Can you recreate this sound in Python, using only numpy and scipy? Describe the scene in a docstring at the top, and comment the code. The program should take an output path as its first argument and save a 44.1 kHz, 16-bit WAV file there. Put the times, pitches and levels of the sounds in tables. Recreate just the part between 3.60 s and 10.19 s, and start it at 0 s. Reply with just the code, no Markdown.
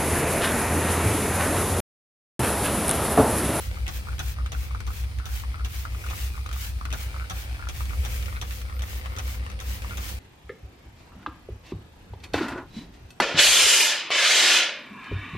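"""Spray bottle in an idling truck

A trigger sprayer is pumped about three times a second in an open cab. Each squeeze excites
the plastic by impact and atomises a jet, whose droplets patter on the seat and floor mat.
On release the pump refills with hollow pops and a stick-slip judder of its piston.
Beneath it the engine's periodic firing sounds a low harmonic series, and the cab booms."""
import sys
import numpy as np
from scipy import signal
from scipy.fft import rfft, irfft, next_fast_len
from scipy.io import wavfile
from scipy.ndimage import map_coordinates

SR = 44100
rng = np.random.default_rng(int(sys.argv[2]) if len(sys.argv) > 2 else 0)


def store_wav(level_fs):
    """Save 16-bit WAV to argv[1]."""
    pcm = np.round(np.clip(np.atleast_2d(level_fs), -1, 1) * 32767)
    wavfile.write(sys.argv[1], SR, pcm.T.astype(np.int16))


N = 290619
TIME = np.arange(N) / SR

# All levels are relative.
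# trigger pulls: t/s, snap/dB, knock/dB, squirt length/s, jet/dB, seat/dB, mat/dB, fine mist/dB
SQUEEZES = [(-0.06, -32, -40, 0.17, -44.5, -48, -58, -55.5),
            (0.2788, -28, -36, 0.15, -44.5, -48.5, -67, -56.5),
            (0.592, -27, -33.5, 0.17, -44, -53, -67, -66),
            (0.919, -30, -35.5, 0.19, -47.5, -49.5, -59, -62),
            (1.266, -39.5, -37.5, 0.2, -46.5, -51.5, -63, -59),
            (1.655, -33.5, -44, 0.2, -43.5, -48.5, -57, -59.5),
            (2.047, -31, -42, .24, -44.5, -50, -57, -60.5),
            (2.5, -34, -36.5, 0.22, -42, -49.5, -48.5, -54.5),
            (2.928, -36.5, -43, .205, -41, -52, -63, -57.5),
            (3.3265, -28, -31.5, 0.16, -43.5, -46, -54.5, -55.5),
            (3.698, -29, -32, 0.18, -45, -46, -58, -57), (4.0874, -29.5, -42.5, 0.19, -46, -50, -47, -54),
            (4.449, -29.5, -38, 0.18, -44.5, -55, -50.5, -56.5),
            (4.8138, -29, -37, 0.24, -46, -52, -55, -58.5), (5.22, -33, -45, 0.21, -45, -47, -71, -58.5),
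            (5.5854, -28.5, -40, 0.22, -44.5, -48, -56, -64),
            (6.001, -32.5, -46, 0.22, -43.5, -47.5, -54, -56),
            (6.3715, -31.5, -38, 0.2, -41, -48.5, -58, -54)]
# spectra of the spray: f/Hz, level/dB
JET_SPECTRUM = [(200, -6.5), (600, -13.5), (1300, 1), (3200, 1.5), (4600, -1.5), (6400, -0.5), (8000, -4),
                (10500, -5), (12500, -2), (15500, -0.5)]
SEAT_SPECTRUM = [(150, -7), (300, 8.5), (550, 4), (900, 2.5), (1700, 4), (2300, 6.5), (3500, -1.5),
                 (5000, -7.5), (9000, -13.5), (16000, -34)]
MAT_SPECTRUM = [(1400, -53), (2080, -13), (2270, 11.5), (2430, -10), (2800, -24), (4500, -14)]
FINE_MIST_SPECTRUM = [(200, 2), (1300, -9), (2700, -2.5), (4200, 5.5), (5400, 2), (7200, 0.5), (9400, 3),
                      (11000, -2.5), (13000, 1.5), (15500, -2)]
# resonance of the mat as the aim wanders: t/s, f/Hz
MAT_PITCH = [(0, 2274), (1.4, 2273), (1.9, 2520), (2.7, 2466), (3.4, 2385), (4.3, 2230), (5.1, 2308),
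             (6.5, 2307)]
# spectra of the impacts in the mechanism: f/Hz, level/dB
SNAP_SPECTRUM = [(300, -1), (900, -2.5), (1900, -1), (2600, 0.5), (3450, -0.5), (4100, -7.5), (4900, -9.5),
                 (6050, 2.5), (7300, -9), (9000, -9), (11000, -11), (16000, -23)]
KNOCK_SPECTRUM = [(150, 8), (400, -7), (640, -3.5), (950, -3), (1300, 5), (1900, -4), (3000, -9.5),
                  (6000, -10), (16000, -52)]
HINGE_SPECTRUM = [(300, 4), (900, -3.5), (1400, 4), (2500, 6.5), (3500, 3.5), (5000, -4.5), (6300, -2.5),
                  (9000, -9.5), (16000, -13)]
SPRING_SPECTRUM = [(600, -11), (1800, 0), (2500, 4), (3400, 0.5), (4300, -10), (16000, -21)]
# modes of the spray head: f/Hz, level/dB, T60/s
HEAD_MODES = [(3270, -1, 0.026), (3640, 1.5, 0.015), (5720, -7, 0.019)]
# light impacts of the hinge and the return spring: t/s, level/dB
HINGE_TICKS = [(0.8615, -31), (1.2042, -30), (1.586, -33.5), (2.465, -35), (2.863, -33), (2.8908, -34),
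               (2.9128, -33), (3.253, -28.5), (3.3043, -32), (4.2548, -34), (4.294, -36), (4.6256, -31),
               (4.6586, -31.5), (4.9082, -29.5), (5.015, -33.5), (5.1932, -32), (5.4591, -34),
               (5.5642, -30.5), (5.864, -38), (5.9, -33.5), (6.22, -32)]
SPRING_PINGS = [(0.2659, -27.5), (0.5822, -31), (1.437, -37), (2.487, -33), (2.943, -38), (3.3162, -31),
                (4.438, -34), (4.8488, -35.5), (5.208, -35), (5.416, -43), (5.574, -34), (5.796, -41),
                (5.916, -33.5), (5.991, -34), (6.296, -34)]
# pops of the valve and seal: t/s, level/dB, f/Hz
VALVE_POPS = [(0.171, -33.5, 1250), (0.471, -33, 1220), (0.4858, -29, 1370), (0.599, -30, 1450),
              (0.7862, -32, 1250), (0.7996, -36, 1260), (0.8603, -31.5, 1330), (0.949, -30, 1420),
              (1.11, -34, 1210), (1.148, -26.5, 1280), (1.204, -35.5, 1430), (1.3039, -32, 1280),
              (1.599, -33, 1344), (1.836, -32.5, 1100), (1.943, -30.5, 1310), (1.996, -33, 1370),
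              (2.252, -26, 1330), (2.348, -34, 1230), (2.464, -33, 1270), (2.532, -31, 1250),
              (2.778, -33, 1160), (2.8609, -29.5, 1265), (2.8906, -31.5, 1340), (2.913, -32, 1360),
              (2.9633, -33, 1250), (3.2118, -27.5, 1220), (3.2541, -32, 1270), (3.5428, -32.5, 1280),
              (3.563, -31, 1240), (3.9935, -34, 1370), (4.0252, -30.5, 1428), (4.0707, -29, 1360),
              (4.2065, -28, 1220), (4.3068, -33, 1310), (4.3322, -31.5, 1250), (4.682, -32.5, 1400),
              (4.766, -31, 1483), (4.774, -36, 1430), (4.824, -30, 1200), (5.097, -35, 1220),
              (5.237, -35, 1270), (5.458, -28.5, 1220), (5.537, -38, 1260), (5.575, -28, 1310),
              (5.6, -31, 1260), (5.679, -35, 1200), (5.864, -31, 1160), (6.2456, -32.5, 1150)]
# judders of the returning piston: start/s, end/s, level/dB
JUDDERS = [(0.102, .17, -50), (.515, .54, -36), (0.763, .83, -40.5), (1.59, 1.69, -39.5),
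           (1.949, 2.04, -39), (2.433, 2.47, -36), (2.739, 2.775, -36), (3.275, 3.295, -38),
           (3.597, 3.65, -33), (3.998, 4.06, -35.5), (4.729, 4.76, -34), (5.049, 5.175, -40),
           (5.503, 5.555, -38), (5.823, 5.849, -44), (5.904, 5.93, -43), (6.305, 6.335, -34.5)]
# modes of the pump: frequency ratio, level/dB, T60/s
PUMP_MODES = [(1, -1, 0.013), (1.53, -7.5, 0.0074), (2.55, -17, 0.0073)]
# gain of its upper modes, drier once the bottle is tipped: t/s, level/dB
UPPER_MODE_GAIN = [(4.1, -2), (4.4, 6)]
# delay of the pump's sound on the left as the bottle moves: t/s, delay/s
PUMP_LAG = [(0, .0002), (4.1, .0002), (4.4, .00026), (5.2, .00033), (5.9, .0003), (6.3, .0002)]
# whistle of the vent: t/s, f/Hz
VENT_PITCH = [(5.11, 11800), (5.171, 14120), (5.195, 12500), (5.24, 13200), (5.29, 15000), (5.38, 14700),
              (5.43, 13600), (5.505, 14800), (5.629, 12900)]
# engine speed in four-stroke cycles: t/s, f/Hz
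CYCLE_RATE = [(0, 6.667), (1, 6.664), (2.5, 6.647), (3.8, 6.618), (4.8, 6.647), (5.5, 6.667), (6.6, 6.695)]
# engine harmonics: multiple of the cycle rate, level/dB
ENGINE_HARMONICS = [(8, -42), (10, -36), (12, -55), (14, -44), (16, -70), (18, -70), (20, -62), (28, -73),
                    (30, -67)]
# engine tone as the listening point moves, cab rumble, rush at the door: t/s, level/dB
ENGINE_LEVEL = [(0, .5), (1.2, 1.8), (1.8, -.5), (2.25, 2), (2.8, -1.3), (3.3, .2), (4, -.5), (5, -1),
                (6.6, -1.7)]
RUMBLE_LEVEL = [(0, -35.5), (.7, -37.5), (2.5, -38), (3.9, -39.5), (4.45, -34), (4.9, -41.5), (6.6, -40.5)]
DOOR_LEVEL = [(0, -52.5), (1, -60.5), (2.5, -65.5), (3.8, -72), (4.5, -52), (5.05, -54), (5.6, -50.5),
              (6.6, -49)]
# thumps of a foot shifting on the cab floor: t/s, level/dB
FOOT_THUMPS = [(4.387, -19.5), (4.591, -30), (4.653, -24)]
# swings of the sleeve: start/s, end/s, level/dB
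ARM_SWINGS = [(.12, .29, -66), (2.25, 2.731, -43), (4.215, 4.852, -42), (5.423, 5.647, -62),
              (6.181, 6.467, -44)]
# spectra of the background: f/Hz, level/dB
RUMBLE_SPECTRUM = [(15, -44), (36, -15), (46, -18), (56, -8.5), (64, 1), (73, -16.5), (110, -11),
                   (145, -28.5), (220, -32.5), (400, -50.5), (900, -104)]
CLOTH_SPECTRUM = [(150, 1), (450, 7), (900, -1), (1500, 0), (2500, 7.5), (4200, -5.5), (5400, -1),
                  (7200, -3.5), (9400, -4.5), (11000, -5.5), (13000, -3), (15500, -6)]
AIR_SPECTRUM = [(60, 11), (220, 1.5), (380, -1.5), (500, 4.5), (640, -19), (760, 6), (950, -26), (1250, 5),
                (1600, -7), (2400, -4.5), (4000, -3.5), (4800, -1), (6000, -8.5), (7400, -33), (9000, -3),
                (10500, -15.5), (16000, -49)]
DOOR_SPECTRUM = [(150, -44), (185, 13.5), (225, 2), (340, -4), (410, -7.5), (510, 4.5), (640, -8.5),
                 (1000, -35), (3000, -50)]
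# reverberation time of the cab: f/Hz, T60/s
CAB_DECAY = [(200, 0.14), (1300, 0.098), (4000, 0.068), (15000, 0.015)]
# coherence between the two microphone ports: f/Hz, coherence (0-1)
PORT_COHERENCE = [(100, .85), (250, .55), (800, .35), (1300, .5), (2400, .5), (4500, .12), (16000, .05)]
# response of the left port relative to the right: f/Hz, level/dB
PORT_BALANCE = [(60, 0.5), (200, -1), (500, -3.5), (680, -5.5), (900, 0), (1500, 0.5), (2300, 7), (3400, 1),
                (4500, 0.5), (9000, 0.5), (11000, -2), (16000, -2)]


def jet(level_db=5.0, flutter_db=-1.04, sputter_db=0.3, spit_db=-4, spit_s=0.02):
    """Atomisation: the valve opens with a spit, then liquid tears into mist with a broadband hiss."""
    noise = moving_reflection(rng.standard_normal((2, N)))
    hiss = colour(noise * amp(flutter_db * drift(400) + sputter_db * drift(50)), JET_SPECTRUM)
    envelope, t = np.zeros(N), np.arange(4096) / SR
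    for s, _, _, length, jet_db, *_ in SQUEEZES:
        envelope += amp(jet_db) * squirt(s, length)
        add(envelope, s, amp(jet_db + spit_db) * np.exp(-t / spit_s))
    return hiss * amp(level_db) * envelope


def squirt(start, length, skew=1.11, hiss_power=1.27):
    """Jet noise grows as a power of pump pressure, which rises and falls in one arch per pull."""
    travel = np.clip((TIME - start) / length, 0, 1)
    pressure = abs(np.sin(np.pi * travel ** skew))
    return pressure ** hiss_power


def trigger(snap_db=1, ring_db=-4, knock_db=3, rebound_db=-9, wall_db=-6):
    """Impact excitation: the trigger snaps, the piston thuds home, and hinge and spring click."""
    piston_delay_s, wall_hz, wall_t60 = .008, 754, .09
    out, t = np.zeros((2, N)), np.arange(4096) / SR
    for s, strike_db, body_db, *_ in SQUEEZES:
        add(out, s, amp(strike_db + snap_db) * impact(SNAP_SPECTRUM, t60=.023, rise_s=.00037))
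        add(out, s, amp(strike_db + ring_db) * head_ring())
        home = s + piston_delay_s
        add(out, home, amp(strike_db + rebound_db) * head_ring())
        add(out, home, amp(strike_db + rebound_db) * impact(SNAP_SPECTRUM, t60=.064, rise_s=.00048))
        add(out, home, amp(body_db + knock_db) * impact(KNOCK_SPECTRUM, t60=.05, rise_s=.00054))
        wall_mode = np.sin(2 * np.pi * (wall_hz * t + rng.random((2, 1))))
        add(out, home, amp(body_db + wall_db - 60 * t / wall_t60) * wall_mode)
    for s, db in HINGE_TICKS:
        add(out, s, amp(db) * impact(HINGE_SPECTRUM, t60=.018, rise_s=.0002))
    for s, db in SPRING_PINGS:
        add(out, s, amp(db) * impact(SPRING_SPECTRUM, t60=.014, rise_s=.0002))
    return out


def impact(spectrum, t60, rise_s):
    """Dense, heavily damped modes answer a blow with a short burst of filtered noise."""
    t = np.arange(4096) / SR
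    envelope = amp(-60 * t / t60) * (1 - np.exp(-t / rise_s))
    log_gain = np.log(amp(at_frequency(spectrum, abs(np.fft.fftfreq(len(t), 1 / SR)))))
    body = np.fft.ifft(np.exp(np.conj(signal.hilbert(log_gain)))).real  # minimum phase, so causal
    force = rng.standard_normal((2, len(t))) * envelope
    return signal.fftconvolve(force, body[None, :2048] / np.linalg.norm(body), axes=1)


def head_ring(rise_s=.00066):
    """Free vibration of the spray head, its modes shifted a little by the grip."""
    t, grip = np.arange(2048) / SR, rng.uniform(1.0, 1.05)
    ring = sum(amp(db - 60 * t / t60) * np.sin(2 * np.pi * (hz * grip * t + rng.random((2, 1))))
               for hz, db, t60 in HEAD_MODES)
    return ring * (1 - np.exp(-t / rise_s))


def pump(pop_db=7.5, click_db=-11, slip_db=6, slip_hz=1360, slip_s=.014):
    """Valve pops and stick-slip friction of the returning seal excite the same pump resonances."""
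    jitter, detune, vary_db = .25, .05, 2.5
    rings, clicks = np.zeros(N), np.zeros((2, N))
    for s, db, hz in VALVE_POPS:
        add(rings, s, amp(db + pop_db) * pump_ring(s, hz))
        add(clicks, s, amp(db + click_db) * impact(KNOCK_SPECTRUM, t60=.037, rise_s=.00063))
    for start, end, db in JUDDERS:
        for s in np.arange(start, end, slip_s):
            late, louder, higher = rng.standard_normal(3)
            slip = pump_ring(s, slip_hz * (1 + detune * higher))
            add(rings, s + late * jitter * slip_s, amp(db + slip_db + vary_db * louder) * slip)
    return place(rings, follow(PUMP_LAG)) + clicks


def pump_ring(s, hz, rise_s=.00039, vary_db=2.5, detune=.04):
    """Damped modes ring briefly after a jerk; the upper ones vary from one jerk to the next."""
    t = np.arange(1024) / SR
    ring = np.zeros(len(t))
    for k, (ratio, db, t60) in enumerate(PUMP_MODES):
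        is_upper = k > 0
        louder, higher = rng.standard_normal(2) * is_upper
        level_db = db + vary_db * louder + follow(UPPER_MODE_GAIN, s) * is_upper
        mode_hz = hz * ratio * (1 + detune * higher)
        ring += amp(level_db - 60 * t / t60) * np.sin(2 * np.pi * mode_hz * t)
    return ring * (1 - np.exp(-t / rise_s))


def patter(drum_db=-4.5, drops_per_s=3000, spread_db=3):
    """Shot noise: random droplets strike the vinyl seat and drum on the resonant rubber mat."""
    sizes = amp(spread_db * np.minimum(rng.exponential(1, N), 4))
    drops = sizes * (rng.random(N) < drops_per_s / SR)
    seat = colour(moving_reflection(drops * rng.standard_normal((2, N))), SEAT_SPECTRUM)
    mat = colour(drops * rng.standard_normal((2, N)), MAT_SPECTRUM)
    mat = retune(mat, from_hz=MAT_SPECTRUM[2][0], to_hz=follow(MAT_PITCH))
    starts, *_, seat_db, mat_db, _ = np.transpose(SQUEEZES)
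    flight = dict(delay_s=.01, rise_s=.06, hold_s=.19, fade_db_per_s=45)
    return seat * landing(starts, seat_db, **flight) + mat * landing(starts, mat_db + drum_db, **flight)


def fine_mist(level_db=4):
    """Drag keeps the finest droplets aloft longer; they fizz as they settle."""
    starts, *_, mist_db = np.transpose(SQUEEZES)
    fall = landing(starts, mist_db + level_db, delay_s=.043, rise_s=.083, hold_s=.12, fade_db_per_s=38)
    return colour(rng.standard_normal((2, N)), FINE_MIST_SPECTRUM) * fall


def landing(starts, levels_db, delay_s, rise_s, hold_s, fade_db_per_s):
    """Each shower arrives, holds and thins out; being incoherent, showers add in power."""
    t = TIME[::64]
    age = t - starts[:, None] - delay_s
    fade_db = fade_db_per_s * np.maximum(age - rise_s - hold_s, 0)
    showers = np.clip(age / rise_s, 0, 1) * amp(levels_db[:, None] - fade_db)
    return np.interp(TIME, t, np.linalg.norm(showers, axis=0))


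def vent(level_db=-63, tremble=.015, flicker_db=5, fade_s=.02):
    """A flow tone: air drawn back into the bottle gives a thin, broken whistle."""
    cycles = np.cumsum(follow(VENT_PITCH) * (1 + tremble * drift(700))) / SR
    start, end = VENT_PITCH[0][0], VENT_PITCH[-1][0]
    opening = np.clip(np.minimum(TIME - start, end - TIME) / fade_s, 0, 1)
    whistle = opening * amp(level_db + flicker_db * drift(50)) * np.sin(2 * np.pi * cycles)
    return np.array([whistle, whistle])


def engine(level_db=0.43, drone_db=-35, drone_hz=60, waver=.13, lope_rad=.2, zero_phase_s=.09):
    """Uneven firing modulates a harmonic series, which beats against a steady low drone."""
    cycles = np.cumsum(follow(CYCLE_RATE)) / SR - zero_phase_s * CYCLE_RATE[0][1]
    harmonics = np.zeros(N)
    for k, db in ENGINE_HARMONICS:
        strength = amp(db) * (1 + waver * drift(5))
        harmonics += strength * np.cos(2 * np.pi * round(k) * cycles + lope_rad * drift(5.3))
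    drone_phase = 2 * np.pi * drone_hz * (TIME - zero_phase_s) + 2 * lope_rad * drift(1.77)
    tone = harmonics + amp(drone_db) * np.cos(drone_phase)
    return place(np.sqrt(2) * amp(level_db + follow(ENGINE_LEVEL)) * tone, lag_s=-.0003)


def rumble():
    """The cab's low resonances boom, nearly alike on both sides at these long wavelengths."""
    common = colour(rng.standard_normal(N), RUMBLE_SPECTRUM)
    diffuse = colour(rng.standard_normal((2, N)), RUMBLE_SPECTRUM)
    return amp(follow(RUMBLE_LEVEL)) * (common + 0.5 * diffuse)


def foot_thumps(thump_hz=72, swell_s=.016):
    """Damped oscillation: low, dull thumps of a foot shifting on the cab floor die within a few cycles."""
    out, t = np.zeros(N), np.arange(8192) / SR
    envelope = t / swell_s * np.exp(1 - t / swell_s)
    for s, db in FOOT_THUMPS:
        add(out, s, amp(db) * envelope * np.sin(2 * np.pi * thump_hz * t))
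    return out


def sleeve(grain_db=0.5):
    """Friction noise of cloth follows sliding speed, greatest in the middle of each swing."""
    speed = sum(amp(db) * np.sin(np.pi * np.clip((TIME - start) / (end - start), 0, 1))
                for start, end, db in ARM_SWINGS)
    friction = rng.standard_normal((2, N)) * amp(grain_db * drift(300))
    return speed * colour(friction, CLOTH_SPECTRUM)


def air(level_db=-52):
    """Broadband noise of the engine and the outdoors, with a hollow resonance near the door."""
    rush = amp(level_db) * colour(rng.standard_normal((2, N)), AIR_SPECTRUM)
    return rush + amp(follow(DOOR_LEVEL)) * colour(rng.standard_normal((2, N)), DOOR_SPECTRUM)


def moving_reflection(x, delay_s=.001094, echo_gain=.3, sway=.16):
    """Comb filtering: a faint echo off the moving hand and bottle makes shifting spectral peaks."""
    earlier = TIME - delay_s * np.exp(sway * drift(3))
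    return np.array([side + echo_gain * np.interp(earlier, TIME, side) for side in x])


def cab_reverb(x, wet_db, gap_s=.00284, echoes_per_s=2500):
    """Reflections from dash, roof and doors die fast; three patterns crossfade as the bottle moves."""
    out = x.copy()
    for spot in range(3):
        echoes = rng.standard_normal((2, 8192)) * (rng.random((2, 8192)) < echoes_per_s / SR)
        hz, t, spectra = signal.stft(echoes, SR, nperseg=128)
        decay = amp(-60 * t / at_frequency(CAB_DECAY, hz)[:, None])
        tail = signal.istft(spectra * decay, SR, nperseg=128)[1]
        tail *= np.arange(tail.shape[1]) > gap_s * SR
        tail /= np.linalg.norm(tail, axis=1, keepdims=True)
        weight = np.sqrt(2 / 3) * np.cos(np.pi * (TIME + spot / 3))
        out += amp(wet_db) * signal.fftconvolve(x * weight, tail, axes=1)[:, :N]
    return out


def ports(x, lag_s=.00022):
    """Partial coherence: sound from the right reaches the left port later, most alike in the bass."""
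    hz, (left, right) = np.fft.rfftfreq(N, 1 / SR), rfft(x)
    coherence = at_frequency(PORT_COHERENCE, hz)
    delayed = right * np.exp(-2j * np.pi * hz * lag_s)
    return irfft([coherence * delayed + np.sqrt(1 - coherence ** 2) * left, right], N)


def place(x, lag_s):
    """Arrival time gives direction: a positive lag on the left puts the source to the right."""
    return np.array([np.interp(TIME - lag_s, TIME, x), x])


def retune(x, from_hz, to_hz):
    """Frequency shifting slides a narrow resonance from its own pitch onto a curve."""
    analytic = signal.hilbert(x, next_fast_len(N))[..., :N]
    return (analytic * np.exp(2j * np.pi * np.cumsum(to_hz - from_hz) / SR)).real


def amp(db):
    """Decibels to amplitude ratio."""
    return 10 ** (np.asarray(db) / 20)


def unit(x):
    """Scales to rms 1."""
    return x / np.sqrt(np.mean(x ** 2) + 1e-20)


def follow(rows, t=TIME):
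    """Value of a curve at the times t."""
    return np.interp(t, *np.transpose(rows))


def at_frequency(points, hz):
    """Interpolates on a logarithmic frequency axis."""
    f, value = np.transpose(points)
    return np.interp(np.log(hz + 1), np.log(f + 1), value)


def colour(x, spectrum):
    """Filters x by a spectrum and scales it to rms 1."""
    size = next_fast_len(N, real=True)
    gain = amp(at_frequency(spectrum, np.fft.rfftfreq(size, 1 / SR)))
    return unit(irfft(rfft(x, size) * gain, size)[..., :N])


def drift(rate_hz):
    """Continuous random fluctuation of rms 1."""
    knots = rng.standard_normal(8192)
    return unit(map_coordinates(knots, [TIME * rate_hz], order=1, mode="wrap"))


def add(mix, s, sound):
    """Superposes a sound on the mix at s seconds."""
    start = round(s * SR)
    sound = sound[..., max(-start, 0):]
    part = mix[..., max(start, 0):][..., :sound.shape[-1]]
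    part += sound[..., :part.shape[-1]]


def scene():
    """Superposition of the bottle, its reflections and the idling truck."""
    plastic = cab_reverb(ports(trigger()), wet_db=-6) + cab_reverb(pump(), wet_db=-9.5)
    idle = engine() + rumble()
    diffuse = ports(air() + patter() + sleeve())
    return jet() + fine_mist() + vent() + plastic + diffuse + idle + foot_thumps()


def record(dry, cutoff_hz=16050):
    """Linear filtering: each port colours its side, and a low-pass limits the band."""
    tilt_db = at_frequency(PORT_BALANCE, np.fft.rfftfreq(N, 1 / SR)) / 2
    heard = irfft(rfft(dry) * amp([tilt_db, -tilt_db]), N)
    lowpass = signal.firwin(511, cutoff_hz, window=("kaiser", 9), fs=SR)
    return signal.oaconvolve(heard, lowpass[None], "same")


dry = scene()
out = record(dry)
store_wav(out)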